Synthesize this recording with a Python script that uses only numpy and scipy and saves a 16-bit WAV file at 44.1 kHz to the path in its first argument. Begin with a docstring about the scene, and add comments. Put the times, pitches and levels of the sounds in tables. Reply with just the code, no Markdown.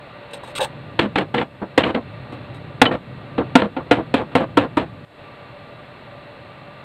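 """A machine whirs outside over a low rumble: shaped noise, and noise ringing in wavering motor tones.
A mallet clinks as it is lifted from among steel tools: tiny contacts ring the steel and knock the handle.
It then drives a wooden upright into its mortise on a workbench in a small workshop: frame modes, a thump
and impact noise crack; short pitched pings and dense wooden clatter, cut short, join; the frame booms twice.
The hardest blows overload the input; after the last, the background drops away and fades back in."""
import sys
import numpy as np
from scipy import signal
from scipy.fft import rfft, irfft
from scipy.io import wavfile

SR = 44100
rng = np.random.default_rng(int(sys.argv[2]) if len(sys.argv) > 2 else 0)


def output_pcm(signal):
    """Save a mono or channel-first signal as 16-bit PCM at the path in sys.argv[1].

    Samples are clipped to [-1, 1] before scaling.
    """
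    pcm = np.clip(np.atleast_2d(signal).T, -1, 1) * 32767
    wavfile.write(sys.argv[1], SR, np.round(pcm).astype(np.int16))


N = 301643  # length in samples

# background levels over time, before the late dip: time_s, machine_db, rumble_db
BACKGROUND_LEVELS = [(0.0, -41, -45.5), (0.25, -40, -48.5), (0.49, -39.5, -45.5), (0.74, -40.5, -38.5),
                     (1.23, -43, -36), (1.44, -48.5, -45.5), (1.66, -43.5, -43.5), (1.82, -42.5, -42.5),
                     (2.23, -40.5, -37.5), (2.41, -39.5, -35.5), (3.0, -44, -38), (3.2, -41, -36.5),
                     (3.5, -40.5, -35), (3.72, -44.5, -39), (3.89, -41.5, -36.5), (4.62, -43.5, -37),
                     (5.04, -44, -38.5), (5.06, -41, -48), (5.5, -41.5, -45.5), (6.84, -41.5, -46.5)]
# lower rush of the machine: frequency_hz, level_db_per_hz
LOWER_RUSH = [(8.8, -52), (15, -17), (123, -9), (484, -4.5), (574, -2.5), (1030, -8), (1180, -11.5),
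              (1400, -18.5), (1820, -55.5), (3080, -120)]
# upper rush of the machine: frequency_hz, level_db_per_hz
UPPER_RUSH = [(760, -33), (1300, -0.5), (1430, 1.5), (1890, -2.5), (2290, -1.5), (2810, -8), (4260, -8.5),
              (5300, -45.5), (6890, -68), (11700, -120)]
# wavering motor tones: pitch_hz, width_hz (of the narrower of two resonances), level_db
MOTOR_TONES = [(581.6, 19, 4), (1179.5, 34.5, -2.5), (1900, 108, -12.5), (2684, 160, -13),
               (3450, 85, -19.5), (3880, 13, -14.5)]
# low rumble: frequency_hz, level_db_per_hz
RUMBLE_SPECTRUM = [(12, -53), (20, -34.5), (37, -27.5), (64, -16.5), (129, 1), (182, -9.5), (282, -12.5),
                   (400, -20.5), (520, -18), (880, -120)]
DIP_START_S, DIP_DB, FADE_IN_S = 5.05, -12, 0.16

# steel tools scraping and clinking, before a common lift: start_s, length_s, level_db, swell_db_per_s
TOOL_CLINKS = [(.308, .015, -64, -300), (.332, .05, -45.5, -500), (.432, 0.042, -59, -150),
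               (.474, .045, -58.5, -100), (.551, 0.033, -43, 170), (.603, 0.045, -38.5, -8),
               (2.54, .03, -65, -100)]
# ringing modes of the steel tools: pitch_hz, width_hz, level_db (relative)
STEEL_MODES = [(2100, 24, -13), (2680, 17, 7.5), (3280, 43, -14), (3820, 8, 13), (5100, 36, -11),
               (6240, 55, -33), (8350, 61, -7), (8340, 150, -13), (9150, 84, -24), (10900, 59, -16),
               (11600, 57, -17), (13700, 190, -28)]
# scrape of the tools: frequency_hz, level_db_per_hz
SCRAPE_SPECTRUM = [(880, -6), (1500, 2.5), (1670, -20), (2040, 0), (3170, 1), (3510, 5), (5560, -18.5),
                   (8370, -10), (15000, -42), (16400, -51)]
# the mallet handle knocking the bench: start_s, length_s, level_db
HANDLE_KNOCKS = [(0.333, .006, -31), (0.432, 0.0036, -31), (0.477, 0.0069, -37), (0.593, 0.059, -17)]
# resonances of the handle: pitch_hz, width_hz (widened about threefold in use), level_db
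HANDLE_MODES = [(552, 49, 4), (820, 78, 0.5), (1640, 71, -8)]
CLINK_RISE_S, CLINK_STOP_DB_PER_S = 0.0029, 1600
KNOCK_RISE_S, KNOCK_SAG_DB_PER_S, KNOCK_STOP_DB_PER_S = 0.0017, 152, 800

# the bench frame booming on after two blows: start_s, length_s, level_db
FRAME_BOOMS = [(1.026, .06, -19), (3.617, 0.05, -18.5)]
BOOM_HZ, BOOM_RISE_S, BOOM_SAG_DB_PER_S, BOOM_STOP_DB_PER_S = 208, 0.0083, 154, 902

# dense wooden clatter after a blow: start_s, length_s, level_db, brightness_db (re level), dulling_db_per_s
WOODEN_CLATTER = [(0.994, 0.065, -21, -3.5, 198), (1.166, 0.058, -21, -6, 148),
                  (1.339, 0.091, -20.5, -10.5, 42), (1.618, 0.017, -24, -23, 151),
                  (1.781, 0.037, -18.5, -1.5, 300), (1.83, 0.078, -20, -10.5, 60),
                  (1.94, 0.041, -20.5, -10, 350), (2.827, 0.066, -19.5, -9.5, 198),
                  (2.908, 0.048, -21.5, -14, 60), (3.383, 0.038, -20.5, -21, 250),
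                  (3.568, 0.038, -19, -5.5, 120), (3.623, 0.038, -23, -15, 120),
                  (3.77, 0.041, -27, -16, 298), (3.92, 0.086, -22, -4, 226), (4.151, 0.071, -22, -6, 200),
                  (4.308, 0.028, -35.5, -14, 0), (4.355, 0.087, -20.5, -5.5, 180),
                  (4.568, 0.083, -18.5, -5.5, 183), (4.78, 0.057, -24, -3.5, 280)]
CLATTER_RISE_S, CLATTER_SAG_DB_PER_S = 0.01, 27.5
LOW_STOP_DB_PER_S, BRIGHT_STOP_DB_PER_S = 649, 1000

# short pitched pings with some blows and rebounds: start_s, pitch_hz, level_db
PITCHED_PINGS = [(1.18, 2240, -10), (1.377, 2285, -25), (1.832, 2880, -14.5), (2.863, 3020, -5.5),
                 (2.911, 1830, -19)]
PING_RISE_S, PING_T60_S = 0.0027, 0.047

# mallet blows and rebounds: start_s, level_db, upper_body_db, crack_db, tick_db (these three re level,
# before the fixed balance of the parts), length_s (each part lasts its own share), thump_hz
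MALLET_BLOWS = [(0.99, 3, -4, -6, -36.5, 0.035, 343), (1.156, 0.5, -8.5, -7.5, -37, 0.035, 296),
                (1.182, -3, -20, -7, -31.5, 0.035, 408), (1.341, -11, 0, -5.5, -29.5, 0.046, 223),
                (1.378, -17.5, -3, 4.5, -43, 0.061, 285), (1.412, -10, -1.5, -10, -52, 0.036, 292),
                (1.615, -13.5, -24, -35, -59, 0.075, 195), (1.776, 6, -9.5, -9.5, -29, 0.042, 267.6),
                (1.836, -16, -12, 7, -42, 0.036, 280), (1.864, -4, -1, -19, -51, 0.024, 284),
                (1.946, -8.5, -16, -7.5, -53, 0.04, 223), (2.321, -25.5, -7, -14, -32, 0.13, 299),
                (2.815, 6.5, 3, -2, -22.5, 0.038, 254), (2.853, -13, 4, 5.5, -41, 0.05, 290),
                (2.912, -12, -9, -15.5, -54, 0.063, 319), (3.378, -6, -19, -19, -52, 0.088, 274),
                (3.553, 12.5, -4.5, -11, -29, 0.039, 267), (3.618, -2, -1, -8.5, -49, 0.023, 312),
                (3.764, -12, -7.5, -13.5, -53, 0.063, 267), (3.91, -0.5, -4, -6, -31, 0.076, 288.5),
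                (3.981, -11.5, -25, -34, -56, 0.089, 323), (4.139, 1.5, -5.5, -10.5, -33.5, 0.047, 278),
                (4.211, -17, -27, -31, -47, 0.08, 374), (4.351, 1, -7.5, -12, -31.5, 0.06, 264),
                (4.401, -8.5, -17, -30, -43, 0.061, 301), (4.571, 3, -3, -10, -29.5, 0.043, 294),
                (4.769, -1.5, -7, -13.5, -36, 0.062, 296)]
# modes of the wooden frame, before random shifts: pitch_hz, level_db
FRAME_MODES = [(490, -2.5), (610, -17.5), (740, -2.5), (900, -3.5), (1070, -9.5), (1260, -10), (1370, -5.5)]
# small impacts on the bench top: frequency_hz, level_db_per_hz
BENCH_SPECTRUM = [(25, -33.5), (93, -10), (299, -1.5), (401, -8.5), (492, -1.5), (576, -6), (1330, -15),
                  (1740, -14), (3060, -18), (4200, -26.5), (5000, -49), (7000, -72)]
# treble tick of small impacts: frequency_hz, level_db_per_hz
TICK_SPECTRUM = [(3500, -37), (4800, -3.5), (6000, -11), (8300, -2.5), (10000, -14), (14500, -23),
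                 (15600, -28), (16400, -46.5)]

# microphone hiss: frequency_hz, level_db_per_hz (relative)
HISS_SPECTRUM = [(2820, -24.5), (4800, 0.5), (5950, -12.5), (8100, -2.5), (9950, -10.5), (13700, -11.5),
                 (15200, -20.5), (16400, -35)]
HISS_DB, BAND_LIMIT_HZ = -74, 16400


def gain_of(db):
    """Decibels to gain."""
    return 10 ** (np.asarray(db) / 20)


def evened(x):
    """Scales x to an RMS level of 1."""
    return x / np.sqrt(np.mean(x ** 2) + 1e-20)


def coloured(x, points):
    """Filters x by a spectrum of (Hz, dB) points, joined on a log frequency scale; RMS level 1."""
    point_hz, point_db = np.transpose(points)
    hz = np.fft.rfftfreq(len(x), 1 / SR)
    db = np.interp(np.log(hz + 1), np.log(point_hz + 1), point_db)
    return evened(irfft(rfft(x) * gain_of(db), len(x)))


def dulled(x, hz):
    """Takes off the treble above hz with a fourth-order low-pass."""
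    return signal.sosfilt(signal.butter(4, hz, fs=SR, output="sos"), x)


def resonate(x, hz, width):
    """One resonance of peak gain near 1: a decaying complex pole, wider when more damped."""
    pole = np.exp((2j * np.pi * hz - np.pi * width) / SR)
    return 2 * signal.lfilter([1 - abs(pole)], [1, -pole], x).real


def contacts(per_s, spread_db):
    """A dense random train of tiny impacts of uneven size and either sign."""
    size = gain_of(spread_db * np.minimum(rng.exponential(1, N), 4))
    sign = rng.choice([-1., 1.], N)
    return size * sign * (rng.random(N) < per_s / SR)


def bursts(rows, rise_s, stop_db_per_s):
    """Gain over time from (start, length, dB, dB per s) rows: a rise, a sloping hold, then a quick stop."""
    gain = np.zeros(N)
    for start_s, length_s, db, slope_db_per_s in rows:
        t = np.arange(round(length_s * SR) + SR // 8) / SR
        hold_db = db + slope_db_per_s * np.minimum(t, length_s)
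        stop_db = stop_db_per_s * np.maximum(t - length_s, 0)
        gain[round(start_s * SR):][:len(t)] += gain_of(hold_db - stop_db) * np.minimum(t / rise_s, 1)
    return gain


def background():
    """Rushing air with noise-fed, fuzzy motor tones, and a lumpy low rumble."""
    upper, lower, tones, low = rng.standard_normal((4, N))
    whir = sum(gain_of(db) * resonate(resonate(tones, hz, width), hz, 2.4 * width)
               for hz, width, db in MOTOR_TONES)
    rush = coloured(lower, LOWER_RUSH) + gain_of(-4.5) * coloured(upper, UPPER_RUSH)
    machine = evened(rush + gain_of(-2) * evened(whir))
    rumble = coloured(low, RUMBLE_SPECTRUM)

    time_s, machine_db, rumble_db = np.transpose(BACKGROUND_LEVELS)
    t = np.arange(N) / SR
    dip_db = DIP_DB * (t > DIP_START_S) * np.clip(1 - (t - DIP_START_S) / FADE_IN_S, 0, 1)
    machine_gain = gain_of(np.interp(t, time_s, machine_db) + dip_db)
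    rumble_gain = gain_of(np.interp(t, time_s, rumble_db) + dip_db)
    return machine_gain * machine + rumble_gain * rumble


def clinks():
    """Scraping contacts ring the steel tools' narrow modes and the mallet handle's broad ones."""
    x = contacts(per_s=3000, spread_db=2.5)
    ringing = sum(gain_of(db) * np.sqrt(width) * evened(resonate(x, hz, width))
                  for hz, width, db in STEEL_MODES)
    scrape = coloured(x, SCRAPE_SPECTRUM)
    steel = gain_of(12.5) * evened(evened(ringing) + gain_of(4.5) * scrape)
    handle = evened(sum(gain_of(db) * resonate(resonate(x, hz, 3.6 * width), hz, 3 * width)
                        for hz, width, db in HANDLE_MODES))

    knock_rows = [row + (-KNOCK_SAG_DB_PER_S,) for row in HANDLE_KNOCKS]
    knock_gain = bursts(knock_rows, KNOCK_RISE_S, KNOCK_STOP_DB_PER_S)
    clink_gain = bursts(TOOL_CLINKS, CLINK_RISE_S, CLINK_STOP_DB_PER_S)
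    return knock_gain * handle + clink_gain * steel


def booms():
    """A low ring of the bench frame: one sine that sags, then stops."""
    rows = [row + (-BOOM_SAG_DB_PER_S,) for row in FRAME_BOOMS]
    gain = bursts(rows, BOOM_RISE_S, BOOM_STOP_DB_PER_S)
    return gain * np.sqrt(2) * np.sin(2 * np.pi * BOOM_HZ * np.arange(N) / SR)


def wood(per_s, spread_db):
    """Small impacts on the bench top: thud below 1.5 kHz, crack above it, and a treble tick."""
    x = contacts(per_s, spread_db)
    impacts = rfft(coloured(x, BENCH_SPECTRUM))
    low = 1 / (1 + (np.fft.rfftfreq(N, 1 / SR) / 1500) ** 8)
    thud = evened(irfft(impacts * low, N))
    crack = evened(irfft(impacts * (1 - low), N))
    return thud, crack, coloured(x, TICK_SPECTRUM)


def clatter():
    """Dense wooden clatter of small impacts after a blow: held, mostly dulling, then cut short."""
    thud, crack, tick = wood(per_s=3500, spread_db=2.5)
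    low_rows, bright_rows = [], []
    for start_s, length_s, db, brightness_db, dulling_db_per_s in WOODEN_CLATTER:
        low_rows.append((start_s, length_s, db, -CLATTER_SAG_DB_PER_S))
        bright_rows.append((start_s, length_s, db + brightness_db, -dulling_db_per_s))
    low_gain = bursts(low_rows, CLATTER_RISE_S, LOW_STOP_DB_PER_S)
    bright_gain = bursts(bright_rows, CLATTER_RISE_S, BRIGHT_STOP_DB_PER_S)
    return low_gain * thud + bright_gain * (crack + gain_of(-28) * dulled(tick, 9500.0))


def pings():
    """Short pitched pings, each one sine that rises softly and dies exponentially."""
    out, t = np.zeros(N + SR), np.arange(SR // 8) / SR
    for start_s, pitch_hz, db in PITCHED_PINGS:
        ring = np.sin(2 * np.pi * pitch_hz * t) * np.tanh(t / PING_RISE_S) ** 2
        out[round(start_s * SR):][:len(t)] += ring * gain_of(db - 60 * t / PING_T60_S)
    return out[:N]


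def blows():
    """Frame modes, a thump and impact noise: each swells in milliseconds, then falls away ever faster."""
    noises = wood(per_s=3300, spread_db=-0.5)
    out, t = np.zeros(N + SR), np.arange(SR // 8) / SR
    mode_hz, mode_db = np.transpose(FRAME_MODES)[..., None]
    upper = np.clip(mode_hz / 600 - .7, 0, 1)  # how far a mode belongs to the upper body
    chance = rng.random((len(MALLET_BLOWS), 3, len(FRAME_MODES), 1))

    for row, (phase, shift, strength) in zip(MALLET_BLOWS, chance):
        start_s, db, upper_db, crack_db, tick_db, length_s, thump_hz = row
        at = round(start_s * SR)
        # each noise is levelled over its first 900 samples
        thud, crack, tick = (x[at:at + len(t)] / np.sqrt(np.mean(x[at:at + 900] ** 2)) for x in noises)

        # every blow lands a little differently: mode strengths and pitches vary
        struck_gain = gain_of(mode_db + upper * (upper_db + 3.5) + 9.6 * (strength - .5))
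        struck_hz = mode_hz * (1 + 0.11 * (shift - .5))
        modes = (struck_gain * np.sin(2 * np.pi * (struck_hz * t + phase))).sum(0)
        thump = np.sin(2 * np.pi * (thump_hz * t + phase[0]))

        # sound, level dB, rise s, share of the length
        parts = ((thud, -9.0, .003, 1.1),
                 (modes, -8.0, .003, 1.05),
                 (thump, -5.0, .004, 1.2),
                 (crack, crack_db - 4.5, .002, .9),
                 (tick, tick_db - 4.0, .002, .75))
        for x, level_db, rise_s, share in parts:
            fall_db = 60 * (t / (share * length_s)) ** 1.264
            rise = np.tanh(t / rise_s) ** 2
            out[at:at + len(t)] += x * gain_of(db + level_db - fall_db) * rise
    return out[:N]


def room(x):
    """A short tail of random reflections from the near walls, from 4 ms on, falling 60 dB in 93 ms."""
    t = np.arange(SR // 4) / SR
    tail = dulled(rng.standard_normal(len(t)), 14000.0) * gain_of(-60 * t / 0.093) * (t > .004)
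    return signal.fftconvolve(x, tail / np.linalg.norm(tail))[:N]


def scene():
    """Bench sounds with their room, over the background."""
    behind = background()
    near = clinks() + booms() + clatter() + pings() + blows()
    return (behind + near + gain_of(-16.5) * room(near))[None]


def record(dry):
    """Microphone hiss joins; the input overloads with a firm knee at full scale; then the band limit."""
    loud = dry + gain_of(HISS_DB) * coloured(rng.standard_normal(N), HISS_SPECTRUM)
    clipped = loud / (1 + np.abs(loud) ** 5) ** (1 / 5)
    low_pass = signal.firwin(511, BAND_LIMIT_HZ, window=("kaiser", 9), fs=SR)
    return signal.oaconvolve(clipped, low_pass[None], "same")


dry = scene()
out = record(dry)
output_pcm(out)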